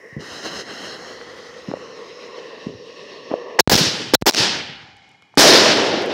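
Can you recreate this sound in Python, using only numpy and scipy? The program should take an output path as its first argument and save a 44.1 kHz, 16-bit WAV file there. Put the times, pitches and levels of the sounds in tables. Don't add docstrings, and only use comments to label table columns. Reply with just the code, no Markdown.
import sys
import numpy as np
from scipy import signal
from scipy.fft import irfft, next_fast_len
from scipy.io import wavfile
from scipy.ndimage import uniform_filter1d, map_coordinates

SR = 44100
rng = np.random.default_rng(int(sys.argv[2]) if len(sys.argv) > 2 else 0)


def int16_out(signal):
    q = np.round(np.clip(np.atleast_2d(signal).T, -1, 1) * 32767)
    wavfile.write(sys.argv[1], SR, q.astype(np.int16))


def level_to_linear(level):
    exponent = np.asarray(level, float) / 20
    return 10 ** exponent


N = 270628

# frequency in Hz, level in dB per Hz.
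FRESH_FUSE_COLOUR = [(35, -24), (100, -7.5), (450, -1), (900, -9), (1360, -1), (1900, -10), (3000, -7),
                     (5400, -3.5), (6800, -8), (7600, -17), (9300, -19), (16000, -33)]
DYING_FUSE_COLOUR = [(40, -25), (170, -19.5), (330, -12), (469, 1.5), (800, -22.5), (1110, -6.5),
                     (1510, -38.5), (1800, -15.5), (2700, -19.5), (4000, -22.5), (5700, -24.5),
                     (6800, -39.5), (7500, -47), (16000, -71)]
ECHO_COLOUR = [(24, -60.5), (40, -31), (171, -7.5), (412, -2.5), (455, -2), (542, -4.5), (615, -3),
               (1180, -11.5), (1760, -8), (2100, -12), (5310, -6.5), (8340, -27.5), (16000, -44.5)]
NIGHT_COLOUR = [(40, -21), (110, 4.5), (300, -15.5), (600, -35), (790, -4), (1100, -14), (1700, -9.5),
                (2150, -11), (2650, -16), (2970, -11), (3130, -13), (3290, -15.5), (3800, -14),
                (16000, -60)]
# lower edge in Hz, upper edge in Hz.
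FIZZ_BANDS = [(50, 280), (280, 2400), (2400, 7000), (7000, 15500)]
ROLL_BANDS = [(50, 280), (280, 1200), (1200, 7000), (7000, 15500)]

# start in seconds,
# peak in dB, ring in Hz, cycles to fade, rise in cycles.
POPS = [(0.165, -13.5, 148, 0.86, 0.17), (1.685, -13, 183, 1.1, 0.15), (1.701, -25, 280, 2.3, 0.15),
        (1.715, -16, 310, 1.4, 0.12), (1.738, -10, 537, 2.6, 0.11), (1.771, -22, 503, 1.5, 0.15),
        (2.667, -12, 236, 1.1, 0.27), (2.695, -28, 455, 1.9, 0.15), (2.738, -27, 325, 1.3, 0.15),
        (3.314, -11.5, 323, 2, 0.15), (3.339, -5, 550, 1.5, 0.54), (3.416, -39, 455, 1.7, 0.17),
        (5.341, -38, 700, 1.2, 0.15), (5.941, -10, 446, 1.5, 0.14)]
FRONTS = [
    (3.5879, -11, 800, 2.1, 0.37),
    (3.5918, -1.5, 1059, 6.4, 0.082),
    (3.591, 0, 1894, 7.5, 0.088),
    (4.1364, 2.5, 452, 1.6, 0.055),
    (4.2704, -0.5, 378, 3.4, 0.17),
    (5.3747, -13, 456, 1.9, 0.056),
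    (5.375, 3.5, 287, 3.7, 0.18),
    (5.394, 2, 508, 2.5, 0.2),
]
BOOMS = [(0.125, -30, 120, 1.2, .3), (0.31, -33, 70, 1.5, .3), (0.55, -33, 70, 2.2, .3),
         (2.745, -27, 110, 1.6, .3), (3.805, -11, 150, 3.5, .4), (3.86, -19, 100, 2.2, .4),
         (4.395, -17, 110, 2.2, .4), (4.69, -32, 150, 4.5, .5)]
SNAPS = [
    (1.7148, -17, 960, 0.54, 0.17),
    (3.3149, -15.5, 660, 1.2, 0.16),
    (5.3408, -34, 880, 1.7, .1),
    (5.224, -39, 1200, 1.1, .05),
]
# start in seconds, peak in dB, frequency in
# Hz, length in ms.
CRACKS = [(4.9686, -42, 7340, 0.068), (5.0918, -43, 6708, 0.07), (5.1163, -48, 7000, 0.07),
          (5.2225, -46, 6820, 0.077), (5.354, -40, 6848, 0.08),
          (5.8554, -47, 9050, 0.05), (5.9589, -45, 9490, 0.05), (6.0222, -29, 9350, 0.05),
              (6.0611, -28, 9290, 0.05), (6.1254, -35, 9434, 0.05),
          (1.1344, -32, 3070, 0.1), (1.2134, -22, 1500, 0.2), (1.5414, -32, 3900, 0.1),
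         (1.6394, -38, 4150, 0.1), (5.2235, -37, 3400, 0.08)]
# centre in Hz, width in Hz, level in dB, start and
# end in seconds.
WHIRS = [(1900, 260, -44, -.4, 2.6), (5500, 400, -62, -.3, .4), (800, 120, -52, 4.3, 5.4),
         (520, 300, -22, 5.42, 6.5), (65, 50, -50, .6, 2.7), (70, 70, -42, 4.3, 5.15),
         (480, 200, -37, 3.8, 4.15), (1500, 700, -55, 4.4, 5.1), (320, 200, -24, 5.5, 6.5),
         (900, 160, -33, 4.37, 4.62), (490, 60, -45, .8, 3.9), (2180, 130, -57, 4.5, 5.7),
         (2420, 80, -61, 4.6, 5.8), (2970, 120, -59, 4.3, 5.6), (3290, 90, -62, 4.35, 5.6),
         (6900, 500, -80, 4.8, 5.5), (1700, 200, -66, 4.6, 5.5)]

# time in seconds, level in dB.
BURN = [(0.185, -65), (0.205, -39.5), (0.42, -40.5), (0.46, -32.5), (0.5, -40), (0.61, -34), (0.64, -47.5),
        (0.7, -38.5), (0.91, -38.5), (1.25, -47), (1.74, -45.5), (1.79, -47.5), (2.35, -46.5),
        (2.385, -45.5), (2.84, -49.5), (2.9, -43.5), (3.28, -44.5), (3.5, -51)]
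# time in seconds, level in dB.
GLOW = [(0, -50), (1.05, -39), (1.55, -46), (1.85, -39), (2.1, -43), (2.55, -37), (2.72, -48), (3.12, -41),
        (3.5, -32)]
# start in seconds, bass in dB, middle in dB, fade in dB per second.
THUDS = [(0.03, -57, -40.5, 250), (0.171, -22, -46, 250), (0.455, -39, -50, 62), (1.68, -35, -40, 70),
         (2.668, -27, -53, 138), (3.31, -44, -25.5, 150), (3.375, -55, -34, 95)]
# time in seconds, extra delay in ms.
HAND = [(0, 0.91), (1.0, 0.83), (1.3, 0.74), (1.55, 0.71), (1.9, 0.55), (2.02, 0.71), (2.35, 0.62),
        (2.4, 0.93), (3.6, 0.97)]

# shock in seconds, full force until seconds, roll start in seconds, crest length in seconds,
# relative pace of fade.
BANGS = [
    (3.591, 3.714, 3.794, .07, 0.94),
    (4.136, 4.267, 4.387, .07, 1.2),
    (5.3735, 5.397, 5.4, 0.17, .66),
]
# high band in dB, then bass, middle and top against it in dB.
ROLLS = [
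    (-17.5, -5, -12, -13.5),
    (-15, -11, -13, -17.5),
    (-8.5, -10.5, -2.5, -11),
]
ROLL_AIR_LOSS = [3.5, 3.5, 1.4]

# start in seconds, end in seconds, gain in dB.
STUCK = [(3.6068, 3.6965, -95), (3.6965, 3.777, -13), (4.1525, 4.258, -90), (4.2985, 4.3105, -26),
         (4.3105, 4.364, -48), (4.364, 4.378, -5), (5.3776, 5.3907, -50), (5.4015, 5.4042, -40),
         (5.410, 5.4107, -30), (6.138, 6.2, -90)]
# start in seconds, length in ms, gain in dB.
SLIPS = [(3.6965, 3, -4), (3.6995, 1.5, -30), (3.7145, 33, -4), (3.753, 4, -1), (3.761, 5, -3),
         (4.2125, 11, -38), (4.258, 6, -15), (4.264, 34.5, -3), (4.302, 1.5, -17), (4.309, 1.5, -7),
         (4.322, 1, -12), (4.329, 1.5, -16), (4.336, 1.5, -11), (4.340, 2, -12), (4.345, 6, -9),
         (4.3465, 2.5, -3), (4.357, 5, -9), (5.3794, 1.8, -1), (5.3825, 3.5, -1), (5.3872, 1.9, -4)]
# start in seconds, size in full scale, rise in ms.
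JUMPS = [(3.605, 0.05, .3), (3.6754, 1.26, 0.083), (3.719, -0.87, 0.44), (3.7341, -0.89, 0.69),
         (3.752, -1, 1), (4.154, -0.15, .5), (4.2127, 0.06, 1), (4.2226, 0.18, .9), (4.223, 0.44, 0.054)]
# cutoff in Hz, Q.
RUMBLE_CUT = [(186.6, .75), (66.3, 1.07), (38.4, 2.1)]

HISS_DB = -81
STEP_S = .002
LONG = next_fast_len(int(3.6 * SR))

BURN_BASS_DB, BURN_MIDDLE_DB, BURN_TOP_DB = -6.5, 2, -17.5
MIDDLE_FADE_DB_PER_S, TOP_FADE_DB_PER_S = 1.2, 4
GLOW_BASS_DB, UNLIT_TOP_DB, THUD_RISE_DB_PER_S = -57, -68, 2500
FRESH_UNTIL_S, FRESH_FADE_S, UNLIT_SHARE = .95, 1.05, .4
GROUND_S, GROUND_SHARE, GROUND_HZ = 0.00085, 0.47, 2900
HAND_SHARE, HAND_TREMBLE_MS = .36, .012

SHOCK_DB, SHOCK_SHARE = np.array([-14.5, -7.5, -8, -18]), 0.74
FRONT_DULL_DB, FRONT_S = np.array([-2, 2.5, -7, -11]), .007
FADE_DB_PER_S = np.array([48, 55, 58, 100])
CREST_SHARE = np.array([0.74, .45, 0.92, .02])
NIGHT_DB, NIGHT_SHARE, NIGHT_PER_DB = np.array([-58, -63.5, -67, -83]), .3, .013

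RAIL, CEILING, STUTTER = 0.95, 0.93, 0.25
CROSSOVER_HZ, CROSSOVER_WIDTH_HZ, TOP_HZ = 4010, 230, 15850


def spectrum(points, hz):
    f, db = np.transpose(points)
    return level_to_linear(np.interp(np.log(hz + 1), np.log(f), db))


def walk(rate_hz):
    hold = int(SR / rate_hz)
    steps = np.repeat(rng.standard_normal(N // hold + 1), hold)[:N]
    return 1.17 * uniform_filter1d(uniform_filter1d(steps, hold), hold)


def summed(*db):
    return 10 * np.log10(sum(level_to_linear(d) ** 2 for d in db))


def biquad(x, hz, q, high):
    w = 2 * np.pi * hz / SR
    a, c = np.sin(w) / (2 * q), np.cos(w)
    top = [(1 + c) / 2, -1 - c, (1 + c) / 2] if high else [a, 0, -a]
    return signal.lfilter(top, [1 + a, -2 * c, 1 - a], x)


def banded(rows, bands, first, second, flicker_db, rate_hz, air, echo=1):
    s, *band_db, share = rows
    hz = np.fft.rfftfreq(LONG, 1 / SR)
    start, at = int(s[0] * SR), (s * SR).astype(int)
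    t = (start + np.arange(LONG)) / SR
    share = np.clip(np.interp(t, s, share), 0, 1)
    first_gain, second_gain = np.sqrt(share), np.sqrt(1 - share)
    centres = np.log2([np.sqrt(lo * hi) for lo, hi in bands])
    octaves = np.log2(hz + 1)
    colours = [spectrum(first, hz) * echo, spectrum(second, hz) * echo]
    noises = [c * np.exp(2j * np.pi * rng.random(len(hz))) for c in colours]

    def power_db(colour, lo, hi):
        inside = (hz > lo) & (hz < hi)
        return 10 * np.log10(2 * np.sum(np.abs(colour[inside]) ** 2) / LONG ** 2)

    own_db = [[power_db(c, lo, hi) for lo, hi in bands] for c in colours]
    loss_db = band_db[3] - band_db[2] - own_db[0][3] + own_db[0][2]
    out, gust = np.zeros(N + LONG), walk(rate_hz)
    for octave in np.arange(5, 14.6, .5):
        mask = np.cos(np.pi * np.clip(octaves - octave, -.5, .5)) ** 2
        weights = [np.interp(octave, centres, one) for one in np.eye(len(bands))]
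        db = sum(weight * level for weight, level in zip(weights, band_db))
        db = db + air * max(octave - centres[3], 0) * loss_db
        db = db + flicker_db * (.7 * gust + .7 * walk(rate_hz))[at]
        a, b = (irfft(noise * mask, LONG) / level_to_linear(np.interp(octave, centres, own))
                for noise, own in zip(noises, own_db))
        out[start:start + LONG] += np.interp(t, s, level_to_linear(db)) * (first_gain * a + second_gain * b)
    return out[:N]


def before_bangs():
    return np.arange(N) < BANGS[0][0] * SR


def faint_hiss():
    return biquad(rng.standard_normal(N), 8000, .7, True) * level_to_linear(HISS_DB) * before_bangs()


def whirs():
    out, t = np.zeros(N), np.arange(N) / SR
    for hz, width_hz, db, start, end in WHIRS:
        q = hz / width_hz
        band = biquad(biquad(rng.standard_normal(N), hz, q, False), hz, q, False)
        swell = np.sin(np.pi * np.clip((t - start) / (end - start), 0, 1) ** .45)
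        out += level_to_linear(db) * swell * band / np.std(band)
    return out


def ticks():
    out, t = np.zeros(N + 256), np.arange(256) / SR
    for s, db, hz, ms in CRACKS:
        age = t / ms * 1000
        start = int(s * SR)
        out[start:start + 256] += level_to_linear(db) * np.sin(2 * np.pi * hz * t) * np.e * age * np.exp(-age)
    return out[:N]


def fuse_levels():
    t = np.arange(0, BANGS[0][0], STEP_S)
    burn = np.interp(t, *np.transpose(BURN))
    glow = np.interp(t, *np.transpose(GLOW))
    fades = [np.where(t < s, THUD_RISE_DB_PER_S * (t - s), fade * (s - t)) for s, _, _, fade in THUDS]
    bass_thuds = [f + row[1] for f, row in zip(fades, THUDS)]
    middle_thuds = [f + row[2] for f, row in zip(fades, THUDS)]
    bass = summed(burn + BURN_BASS_DB, GLOW_BASS_DB, *bass_thuds)
    middle = summed(burn + BURN_MIDDLE_DB - MIDDLE_FADE_DB_PER_S * t, glow, *middle_thuds)
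    top = summed(burn + BURN_TOP_DB, UNLIT_TOP_DB) - TOP_FADE_DB_PER_S * t
    ageing = np.exp(-(np.maximum(t - FRESH_UNTIL_S, 0) / FRESH_FADE_S) ** 2)
    fresh = np.where(t < BURN[1][0], UNLIT_SHARE, ageing)
    return t, bass, middle, burn, top, fresh


def fizz():
    hz = np.fft.rfftfreq(LONG, 1 / SR)
    mirror = GROUND_SHARE * np.exp(-(np.log((hz + 1) / GROUND_HZ) / 0.8) ** 4)
    ground = 1 - np.clip(mirror, 0, 1) * np.exp(-2j * np.pi * hz * GROUND_S)
    fuse = banded(fuse_levels(), FIZZ_BANDS, FRESH_FUSE_COLOUR, DYING_FUSE_COLOUR,
                  flicker_db=2.0, rate_hz=25, air=0.062, echo=ground)
    return fuse * before_bangs()


def hand(x):
    s, ms = np.transpose(HAND)
    n = np.arange(N)
    delay_ms = np.interp(n / SR, s, ms) + HAND_TREMBLE_MS * walk(5)
    late = map_coordinates(biquad(x, 3200, 0.55, False), [n - delay_ms * SR / 1000], order=3)
    return x - HAND_SHARE * late


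def pulses():
    out, t = np.zeros(N + 4096), np.arange(4096) / SR
    for sign, table in [(-1, POPS), (-1, FRONTS), (-1, BOOMS), (1, SNAPS)]:
        for s, db, hz, cycles, rise in table:
            envelope = np.exp(-2 * t * hz / cycles) * (1 - np.exp(-t * hz / rise))
            wave = np.sin(2 * np.pi * hz * t) * envelope
            start = int(s * SR)
            out[start:start + 4096] += sign * level_to_linear(db) * wave / np.max(wave)
    return out[:N]


def roll():
    t = np.arange(BANGS[0][0] - STEP_S, N / SR, STEP_S / 2)
    db, share, air = np.full((4, len(t)), -150.), np.ones(len(t)), np.zeros(len(t))
    for bang, (high, bass, middle, top), loss in zip(BANGS, ROLLS, ROLL_AIR_LOSS):
        shock, held, start, crest, pace = bang
        roll_db = high + np.array([bass, middle, 0, top])
        front = FRONT_DULL_DB[:, None] * np.clip(1 - (t - shock) / FRONT_S, 0, 1)
        sag = np.clip((t - held) / (start - held), 0, 1)
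        fall = pace * FADE_DB_PER_S[:, None] * np.maximum(t - start - crest * CREST_SHARE[:, None], 0)
        echo = SHOCK_DB[:, None] + front + sag * (roll_db - SHOCK_DB)[:, None] - fall
        echo_share = SHOCK_SHARE + sag * (1 - SHOCK_SHARE) - NIGHT_PER_DB * fall[2]
        after = t >= shock
        db[:, after] = summed(echo, NIGHT_DB[:, None])[:, after]
        share[after] = np.maximum(echo_share, NIGHT_SHARE)[after]
        air[after] = loss
    return banded((t, *db, share), ROLL_BANDS, ECHO_COLOUR, NIGHT_COLOUR, flicker_db=1.7, rate_hz=30, air=air)


def scene():
    return (faint_hiss() + whirs() + ticks() + hand(fizz()) + pulses() + roll())[None]


def capsule(x):
    t, free_db = np.arange(N) / SR, np.zeros(N)
    slips = [(s, s + ms / 1000, db) for s, ms, db in SLIPS]
    for start, end, db in [*STUCK, *slips]:
        free_db[int(start * SR):int(end * SR)] = db
    free_db = free_db + STUTTER * np.clip(free_db, -14, 0) * walk(1500)
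    jumps = sum(size * np.clip((t - at) / (ms / 1000), 0, 1) for at, size, ms in JUMPS)
    return np.clip(x, -RAIL, RAIL) * uniform_filter1d(level_to_linear(free_db), size=5) + jumps


def band_limit(x):
    return signal.sosfilt(signal.butter(12, 16780, fs=SR, output="sos"), x)


def record(dry):
    x = capsule(dry[0])
    for hz, q in RUMBLE_CUT:
        x = biquad(x, hz, q, True)
    for _ in range(2):
        x = x - 2 * biquad(x, CROSSOVER_HZ, CROSSOVER_HZ / CROSSOVER_WIDTH_HZ, False)
    x = x / (1 + np.abs(x / CEILING) ** 4) ** .25
    x = signal.sosfilt(signal.ellip(8, .5, 60, TOP_HZ, fs=SR, output="sos"), x)
    mix = np.clip(x, -1, 1)[None]
    return band_limit(mix)


dry = scene()
out = record(dry)
int16_out(out)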